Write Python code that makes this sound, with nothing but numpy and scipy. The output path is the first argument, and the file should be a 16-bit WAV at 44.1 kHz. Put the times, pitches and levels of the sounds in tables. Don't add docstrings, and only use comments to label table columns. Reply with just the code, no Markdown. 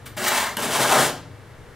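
import sys
import numpy as np
from scipy import signal
from scipy.fft import rfft, irfft
from scipy.io import wavfile
from scipy.ndimage import uniform_filter1d

SR = 44100
rng = np.random.default_rng(int(sys.argv[2]) if len(sys.argv) > 2 else 0)


def int16_out(signal):
    q = np.round(np.clip(np.atleast_2d(signal).T, -1, 1) * 32767)
    wavfile.write(sys.argv[1], SR, q.astype(np.int16))


N = 77175
TIME, FREQS = np.arange(N) / SR, np.fft.rfftfreq(2 * N, 1 / SR)


def amp(db):
    return 10 ** (np.asarray(db) / 20)


def unit(x):
    return x / np.sqrt(np.mean(x ** 2) + 1e-20)


def read(points, hz=FREQS):
    f, value = np.transpose(points)
    return np.interp(np.log(hz + 1), np.log(f + 1), value)


def filtered(x, gain):
    return irfft(rfft(x, 2 * N) * gain)[..., :N]


def colour(x, spectrum):
    cepstrum = irfft(np.log(np.maximum(unit(amp(read(spectrum))), 1e-5)))
    cepstrum[1:N] *= 2
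    cepstrum[N + 1:] = 0
    return filtered(x, np.exp(rfft(cepstrum)))


def wander(hz):
    return unit(filtered(rng.standard_normal(N), 1 / (1 + (FREQS / hz) ** 4)))


def resonate(x, hz, width_hz):
    turn = np.exp(2j * np.pi * np.cumsum(hz) / SR)
    pole = np.exp(-np.pi * width_hz / SR)
    return unit((turn * signal.lfilter([1 - pole], [1, -pole], x / turn)).real)


def mic_pair(common, apart, likeness):
    # (frequency [Hz], left over right [dB])
    lean = [(100, 3.1), (800, 2.4), (2500, 0.75), (15000, 0.66)]
    # (frequency [Hz], lead of the left [rad])
    lead = [(100, 0.28), (2000, -0.19), (6000, -0.34), (10000, -0.79), (12000, -1.1), (15000, -.9)]
    same, sides = np.clip(read(likeness), 0, 1), np.array([[1], [-1]])
    mid = filtered(common, np.sqrt((1 + same) / 2))
    side = filtered(apart, np.sqrt((1 - same) / 2))
    placement = amp(sides * read(lean) / 2) * np.exp(.5j * sides * read(lead))
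    return filtered(mid + sides * side, placement)


def fan(air_db=-48, waver_hz=2.2, waver_depth=0.29):
    # (frequency [Hz], relative density [dB])
    air_colour = [(12, -22), (25, 2), (40, -22), (65, -6.5), (90, -1), (140, -6), (180, -13), (350, -13),
                  (480, -13), (650, -17), (1000, -18), (2100, -21), (2900, -27.5), (6000, -35.5),
                  (11000, -37.5), (15500, -48)]
    # (frequency [Hz], level [dB])
    hum_tones = [(51, -57), (101.3, -50.5), (125.5, -52), (414.5, -65), (479, -62)]
    # (frequency [Hz], left-right likeness [0-1])
    likeness = [(30, 0.54), (110, 0.99), (400, 0.72), (2000, 0.88), (5000, .66), (10000, 0.4), (15000, .25)]
    air = filtered(rng.standard_normal((2, N)), amp(read(air_colour)))
    air *= amp(air_db) / np.std(filtered(air, FREQS > 200))
    hum = np.zeros(N)
    for hz, db in hum_tones:
        waver = 1 + waver_depth * (wander(waver_hz) + 1j * wander(waver_hz))
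        tone = np.exp(2j * np.pi * (hz * TIME + rng.random()))
        hum += amp(db) * np.sqrt(2) * (waver * tone).real
    return mic_pair(air[0] + hum, air[1], likeness)


def bathroom(x, echoes_per_s=4000, first_echo_s=.003):
    # (frequency [Hz], T60 [s])
    room_t60 = [(120, 0.67), (500, 0.46), (2000, 0.39), (5000, 0.41), (9000, 0.28), (16000, .27)]
    count = 30000
    echoes = rng.choice([-1., 1.], count) * (rng.random(count) < echoes_per_s / SR)
    echoes *= np.arange(count) > first_echo_s * SR
    hz, t, bands = signal.stft(echoes, SR, nperseg=256)
    decay = amp(-60 * t / read(room_t60, hz)[:, None])
    tail = signal.istft(bands * decay, SR, nperseg=256)[1]
    return signal.fftconvolve(x, tail / np.linalg.norm(tail))[:N]


def edge_contact(start, length, crunch_db, ring_db, thud_db):
    # (frequency [Hz], relative density [dB])
    crunch_colour = [(300, -22), (1500, 6), (3500, -2.5), (6000, -4.5), (9000, -1), (12000, -7.5),
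                     (14500, 1), (16000, -19)]
    # (frequency [Hz], relative density [dB])
    thud_colour = [(60, -28), (130, -3), (200, 1), (400, -11), (900, -8), (3000, -60)]
    # (frequency [Hz], relative level [dB], T60 [s])
    steel_modes = [(930, 1, 0.092), (1464, -3, 0.093), (1500, -2, .08), (2180, -5, .07), (2888, 4.5, 0.071),
                   (3031, 3, 0.14), (3100, 3, 0.07), (3520, -4, 0.13), (10750, 7, 0.016),
                   (11700, 17, 0.019)]
    age = np.maximum(TIME - start, 0)
    progress = age / length
    crush = rng.standard_normal(N) * np.minimum(progress * 3, 1) * np.exp(-progress ** 2)
    crunch = amp(crunch_db) * colour(crush, crunch_colour)
    thud = amp(thud_db) * colour(crush, thud_colour)
    modes = sum(amp(db - 60 * age / t60) * np.sin(2 * np.pi * hz * age) * rng.choice([-1, 1])
                for hz, db, t60 in steel_modes)
    ring = amp(ring_db) * modes * np.minimum(progress * 2, 1) / np.sqrt(len(steel_modes))
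    return crunch + thud + ring


def grit(grains_per_s=9000, spread_db=2.5, judder_hz=69.6, judder_db=1.13):
    size = amp(spread_db * np.minimum(rng.exponential(1, N), 4.5))
    clicks = size * rng.choice([-1, 1], N) * (rng.random(N) < grains_per_s / SR)
    return unit(clicks * amp(judder_db * wander(judder_hz)))


def pressed_blade(width_hz=170, upper_ratio=1.82, upper_db=-8):
    # (time [s], pitch [Hz], level over the rasp curve [dB])
    glide = [(.2, 815, -18), (.29, 840, -1), (.34, 900, 0.5), (.41, 936, -4), (.5, 950, -3), (.6, 825, -9),
             (.72, 830, -4), (.77, 890, -2), (.87, 836, -1.5), (.96, 700, -2.5), (1.1, 715, -5.5)]
    times, pitches, levels = np.transpose(glide)
    pitch = np.interp(TIME, times, pitches)
    lower = amp(np.interp(TIME, times, levels)) * resonate(grit(), pitch, width_hz)
    upper = amp(upper_db) * resonate(grit(), pitch * upper_ratio, width_hz * upper_ratio)
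    return lower + upper


def stroke(gesture, spectrum, attack_s=.006, release_s=.015):
    rumble_top_hz, rasp_top_hz = 550, 2320
    rumble_trim_db, rasp_trim_db, sand_trim_db = -1, -0.5, 2.5
    times, *levels = np.transpose(gesture)
    rumble_gain, rasp_gain, sand_gain = (amp(np.interp(TIME, times, db)) for db in levels)
    attack = np.clip((TIME - times[0]) / attack_s + 1, 0, 1)
    release = np.exp(-np.maximum(TIME - times[-1], 0) / release_s)
    lows = 1 / (1 + (FREQS / rumble_top_hz) ** 8)
    highs = 1 - 1 / (1 + (FREQS / rasp_top_hz) ** 8)
    scrape = colour(grit(), spectrum)
    rumble = amp(rumble_trim_db) * unit(filtered(scrape, lows))
    rasp = amp(rasp_trim_db) * unit(filtered(scrape, 1 - lows - highs))
    sand = amp(sand_trim_db) * unit(filtered(scrape, highs))
    drag = rumble_gain * rumble + rasp_gain * (rasp + pressed_blade()) + sand_gain * sand
    return attack * release * drag


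def scene(room_db=-5.5):
    # (time [s], rumble [dB], rasp [dB], sand [dB])
    short_gesture = [(.175, -40, -29, -33.5), (.225, -31, -30.5, -30.5), (.27, -31, -21.5, -22),
                     (.3, -36, -28, -29), (.33, -26.5, -22.5, -23.5), (.38, -32.5, -24.5, -22.5),
                     (.45, -40, -26, -30), (.495, -41, -31.5, -37), (.545, -44, -48, -49)]
    long_gesture = [(.58, -32.5, -30, -35), (.63, -31, -29, -28.5), (.703, -32, -29, -33),
                    (.722, -35.5, -28, -25), (.762, -25.5, -19.5, -21.5), (.785, -28.5, -26, -27),
                    (.805, -17, -20.5, -22.5), (.835, -35, -23, -18.5), (.85, -24, -18.5, -27.5),
                    (.88, -30.5, -28.5, -23.5), (.925, -24.5, -14.5, -19.5), (.98, -19, -15, -20),
                    (1.055, -26.5, -27, -22), (1.1, -42.5, -30, -38.5), (1.15, -58, -60, -67)]
    # (frequency [Hz], relative density [dB])
    short_colour = [(60, -43), (120, -44), (170, -15), (235, -3), (290, -18.5), (380, -2.5), (480, -12),
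                    (600, -0.5), (900, -5), (1130, -2.5), (1600, -1.5), (2050, -3.5), (2800, -9),
                    (5000, -15), (8200, -13.5), (11500, -19.5), (15500, -20)]
    long_colour = [(60, -40), (105, -11.5), (140, -2.5), (200, -8.5), (310, -1.5), (420, -1.5), (690, 2),
                   (850, 3), (1200, 0), (1600, -1), (2100, -8), (3000, -13), (5000, -19.5), (8000, -17),
                   (10000, -18.5), (12000, -21.5), (15500, -28)]
    # (time [s], length [s], crunch [dB], ring [dB], thud [dB])
    contacts = [(0.055, 0.025, -34.5, -37, -42), (0.165, 0.012, -33.5, -46, -30.5),
                (.271, .012, -19, -44, -50), (0.277, 0.013, -13, -46, -48), (.568, 0.0055, -19.5, -20, -25),
                (.603, 0.0037, -25, -34, -38), (0.618, 0.011, -29, -30, -32),
                (.662, 0.0019, -30, -50, -19.5), (0.703, .003, -26, -48, -44),
                (1.003, 0.0078, -24, -34, -32)]
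    # (frequency [Hz], left-right likeness [0-1])
    likeness = [(30, 0.92), (200, 1), (1500, 0.99), (3000, 1), (6000, 0.91), (10000, 0.75), (12000, .42),
                (15000, 0.71)]
    trowel = stroke(short_gesture, short_colour) + stroke(long_gesture, long_colour)
    trowel += sum(edge_contact(*row) for row in contacts)
    in_room = (trowel + amp(room_db) * bathroom(trowel)) / np.sqrt(1 + amp(room_db) ** 2)
    return mic_pair(in_room, bathroom(trowel), likeness) + fan()


def record(dry):
    threshold_db, duck_share, peak_fall_db_per_s = -34.5, 0.17, 65
    notch_hz, notch_q, top_hz = 2480, 18.6, 15750
    power_db = 10 * np.log10(abs(uniform_filter1d((dry ** 2).mean(0), size=1200)) + 1e-12)
    fall_db = TIME * peak_fall_db_per_s
    peak_db = np.maximum.accumulate(power_db + fall_db) - fall_db
    ducked = dry / amp(duck_share * np.maximum(peak_db - threshold_db, 0))
    notched = signal.lfilter(*signal.iirnotch(notch_hz, notch_q, SR), ducked)
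    high_cut = signal.firwin(511, top_hz, window=("kaiser", 9), fs=SR)
    return signal.oaconvolve(notched, high_cut[None], "same")


dry = scene()
out = record(dry)
int16_out(out)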